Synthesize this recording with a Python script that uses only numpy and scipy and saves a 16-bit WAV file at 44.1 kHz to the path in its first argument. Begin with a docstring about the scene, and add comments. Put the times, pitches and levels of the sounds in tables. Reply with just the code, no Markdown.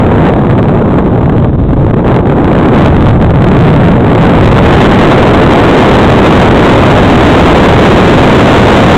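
"""Wind overload on a glider's microphone

Air rushes over a small camera on a model glider that slows, banks and dives.
Turbulence at the microphone port, with the fuselage's wake and steep pressure fronts, overloads the input:
clipping turns the buffeting into a square, crackling roar as speed builds.
The recorder's narrow voice band dulls it, and a second clipping adds a thin fizz to every steep edge."""
import sys
import numpy as np
from scipy import signal
from scipy.fft import rfft, irfft, next_fast_len
from scipy.io import wavfile

SR = 44100
rng = np.random.default_rng(int(sys.argv[2]) if len(sys.argv) > 2 else 0)


def generate_wav(signal):
    """Clip the signal to [-1, 1] and save it as 16-bit WAV at the path in sys.argv[1]."""
    frames = np.transpose(np.atleast_2d(signal))
    scaled = np.clip(frames, -1, 1) * 32767
    pcm = np.round(scaled).astype(np.int16)
    wavfile.write(sys.argv[1], SR, pcm)


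N = 395577


def gain_of(db):
    """Decibel law: 20 dB is a factor of ten in pressure."""
    return 10 ** (np.asarray(db) / 20)


def evened(x):
    """Power normalization: scales a signal to rms 1."""
    return x / np.sqrt(np.mean(x ** 2) + 1e-20)


def filtered(x, response):
    """Linear filtering: multiplies the spectrum by a zero-phase gain, a function of frequency [Hz]."""
    size = next_fast_len(len(x) + 4096)  # zero padding for the filter's tail
    hz = np.fft.rfftfreq(size, 1 / SR)
    return irfft(rfft(x, size) * response(hz), size)[:len(x)]


def wander(rate_hz):
    """Band-limited randomness: noise under a Gaussian low-pass, rms 1, with changes up to about the rate."""
    return evened(filtered(rng.standard_normal(N), lambda hz: np.exp(-(hz / rate_hz) ** 2)))


def bumps(rows, t):
    """Superposition: a sum of Gaussian swings from rows (time [s], half length [s], height, ...)."""
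    return sum(height * np.exp(-((t - s) / half) ** 2) for s, half, height, *_ in rows)


# the glider slows to the top of its climb, banks, then dives: (time [s], airspeed [re cruising])
FLIGHT_SPEED = [(0, 0.99), (.3, 1.026), (.41, 0.9), (.95, 0.9), (1.45, .76), (1.58, 0.7), (2.0, 0.82),
                (2.3, 0.91), (2.8, 1.093), (3.3, 0.89), (3.58, 1.09), (4.02, 0.99), (4.22, 1.2),
                (4.85, 1.406), (5.9, 1.48), (7.2, 1.6), (7.9, 1.7), (8.95, 1.84)]
# short gusts: (time [s], half length [s], rise of airspeed [share])
SHORT_GUSTS = [(.507, .025, 0.074), (2.095, 0.034, .2), (2.15, .025, 0.16), (2.48, .03, 0.082),
               (2.79, 0.033, 0.18), (2.86, 0.017, .2), (3.08, .04, .17), (3.87, 0.065, 0.12),
               (4.8, 0.034, 0.096)]


def airspeed(t):
    """Relative flow: the air's speed past the port, re cruising, is the flight's raised by the gusts."""
    return np.interp(t, *np.transpose(FLIGHT_SPEED)) * (1 + bumps(SHORT_GUSTS, t))


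def hiss(hiss_db=-39, edge_hz=3600, edge_width_hz=250, edge_db=6):
    """Boundary-layer noise: a thin rush over the skin, with a fuzzy edge tone; level re the eddies."""
    def colour(hz):
        edge_tone = gain_of(edge_db * np.exp(-((hz - edge_hz) / edge_width_hz) ** 2))
        return edge_tone / (1 + (hz / edge_hz) ** 4)
    return gain_of(hiss_db) * evened(filtered(rng.standard_normal(N), colour))


# manoeuvres in which the fuselage's wake washes over the port:
# (time [s], half length [s], pressure rise [dB], shedding rate [Hz])
WAKE_PASSAGES = [(1.351, .25, 2.5, 130), (1.618, .16, 5, 74.99), (1.86, .14, 4.5, 125),
                 (3.02, 0.19, 6.5, 110), (3.33, 0.16, 5.5, 105), (3.621, 0.13, 5, 140),
                 (3.873, .12, 6.5, 160), (4.501, 0.3, 3, 95)]


def wake(spread_hz=55):
    """Vortex shedding: the fuselage sheds vortices at a loose rate, a low throb of narrow-band noise."""
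    s, _, _, shed_hz = np.transpose(WAKE_PASSAGES)
    rate_hz = np.interp(np.arange(N) / SR, s, shed_hz)
    phase = 2 * np.pi * np.cumsum(rate_hz) / SR
    return wander(spread_hz) * np.cos(phase) + wander(spread_hz) * np.sin(phase)


CRUISE_CORNER_HZ = 228.6  # eddy corner at cruising speed, in proportion to airspeed
OCTAVES_PER_DB = 0.14  # in the wake the eddies are larger: the corner sinks as the pressure rises


def eddies(leak_hz=190, slope=1.97, port_hz=1200, port_q=1.31, coupling_hz=55):
    """Turbulent cascade: faster flow sheds quicker eddies and moves the corner of this rms 1 noise up."""
    size = 1024
    hop = size // 4
    frames = N // hop + 5
    hz = np.fft.rfftfreq(size, 1 / SR)
    t = np.arange(frames) * hop / SR
    growth = 2 ** (OCTAVES_PER_DB * bumps(WAKE_PASSAGES, t))
    corner = (CRUISE_CORNER_HZ * airspeed(t) / growth)[:, None]
    cascade = (1 + (hz / corner) ** 2) ** (-slope / 2)  # small eddies carry ever less pressure
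    leak = hz / np.hypot(hz, leak_hz)  # the capsule's vent lets slow pressure escape
    # the cavity behind the opening: a damped low-pass
    port = 1 / np.hypot(1 - (hz / port_hz) ** 2, hz / port_hz / port_q)
    coupling = hz / np.hypot(hz, coupling_hz)  # the input capacitor blocks the deepest rumble
    shape = cascade * leak * port * coupling
    shape /= np.linalg.norm(shape, axis=1, keepdims=True)  # equal power in every frame
    noise = rng.standard_normal(shape.shape) + 1j * rng.standard_normal(shape.shape)
    _, pressure = signal.istft((noise * shape).T, nperseg=size, noverlap=size - hop)
    return evened(pressure[:N])


# the steepest pressure fronts that slap the port:
# (time [s], strength [dB re a front peaking at 21 times the clipping level])
STEEP_FRONTS = [(0.1235, -22), (0.2545, -12), (0.5087, -14.5), (0.587, -14.5), (0.6852, -15), (.7493, -20),
                (1.3822, -15.5), (1.446, -15.5), (1.7685, -21.5), (1.867, -20.5), (1.943, -15),
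                (2.144, -13.5), (2.478, -13.5), (2.8487, -14.5), (3.0874, -6), (3.225, -7.5),
                (3.307, -10.5), (3.487, -2.5)]
SMALL_SLAPS_PER_S, SMALL_SLAP_DB = 8, -26  # weaker fronts arrive at random, strength on the same scale


def slaps():
    """Impulsive loading: each front swings steeply through zero, either way, past the clipping level."""
    s, db = np.transpose(STEEP_FRONTS)
    kicks = gain_of(SMALL_SLAP_DB) * (rng.random(N) < SMALL_SLAPS_PER_S / SR)
    kicks[np.round(s * SR).astype(int)] = gain_of(db)
    u = np.arange(-200, 201) / SR / .0009  # time in units of 0.9 ms
    front = 50 * u * np.exp(-u ** 2)
    return signal.oaconvolve(kicks * rng.choice([-1, 1], N), front, "same")


# moments when the flow lets go of the port: (time [s], half length [s], depth [dB])
FLOW_LULLS = [(1.035, 0.015, 3), (1.515, 0.0093, 7), (1.568, 0.0075, 10), (1.754, 0.0058, 16),
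              (1.925, 0.0075, 17.5), (1.953, 0.0055, 7.5), (2.028, 0.013, 5), (2.218, 0.01, 4),
              (3.19, 0.013, 7), (3.33, 0.007, 13.5)]
CRUISE_DB, DB_PER_DOUBLING = 3.5, 18.5  # pressure re the clipping level, and its rise with airspeed
THROB_DB, THROB_PER_DB = -10.5, 1.5  # wake's throb re the other eddies, and its growth per dB of wake rise


def wind(fine_hz=800, fine_db=-4.0):
    """Power law of flow noise: pressure grows with airspeed and in the wake, with lulls and quick flutter."""
    t = np.arange(N) / SR
    air = eddies()
    fine = filtered(air, lambda hz: hz ** 2 / (hz ** 2 + fine_hz ** 2))
    # the finest eddies come in clumps a few milliseconds long
    clumps = evened(gain_of(4.2 * wander(150)))
    air = air - fine + fine * clumps * gain_of(fine_db)
    wake_db = bumps(WAKE_PASSAGES, t)
    throb = gain_of(THROB_DB + THROB_PER_DB * wake_db)
    air = (air + throb * wake()) / np.hypot(1, throb)
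    # each eddy has its own strength, so some edges are soft and some snap
    flutter_db = 3.7 * wander(220)
    speed_db = DB_PER_DOUBLING * np.log2(airspeed(t))
    level_db = CRUISE_DB + speed_db + wake_db - bumps(FLOW_LULLS, t)
    return (air * gain_of(flutter_db) + hiss()) * gain_of(level_db)


def scene():
    """Superposition at one microphone: the wind's pressure and the slaps add."""
    return (wind() + slaps())[None]


# treble of the recorder after its clipping, flat below the first point: (frequency [Hz], gain [dB])
RECORDER_TREBLE = [(3000, 1), (3700, 0.6), (5000, -0.5), (6500, 3.5), (7700, 7.5), (8150, -3),
                   (10500, -0.5), (13000, 5), (15500, 5)]
VOICE_BAND_HZ, EDGE_HZ = 3946, 15850  # low-pass between the two clippings, and the final one
FIZZ_GAIN = .705  # level after the second clipping


def record(dry, steepness=48):
    """Nonlinear distortion: the input clips, a steep voice band rings, and the overshoot clips again."""
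    squared = np.clip(dry[0], -1, 1)
    narrow = filtered(squared, lambda hz: 1 / np.sqrt(1 + (hz / VOICE_BAND_HZ) ** steepness))
    fizzing = FIZZ_GAIN * np.clip(narrow, -1, 1)
    out = filtered(fizzing, lambda hz: gain_of(np.interp(hz, *np.transpose(RECORDER_TREBLE), left=0)))
    edge = signal.firwin(511, EDGE_HZ, window=("kaiser", 9), fs=SR)
    return signal.oaconvolve(out, edge, "same")[None]


dry = scene()
out = record(dry)
generate_wav(out)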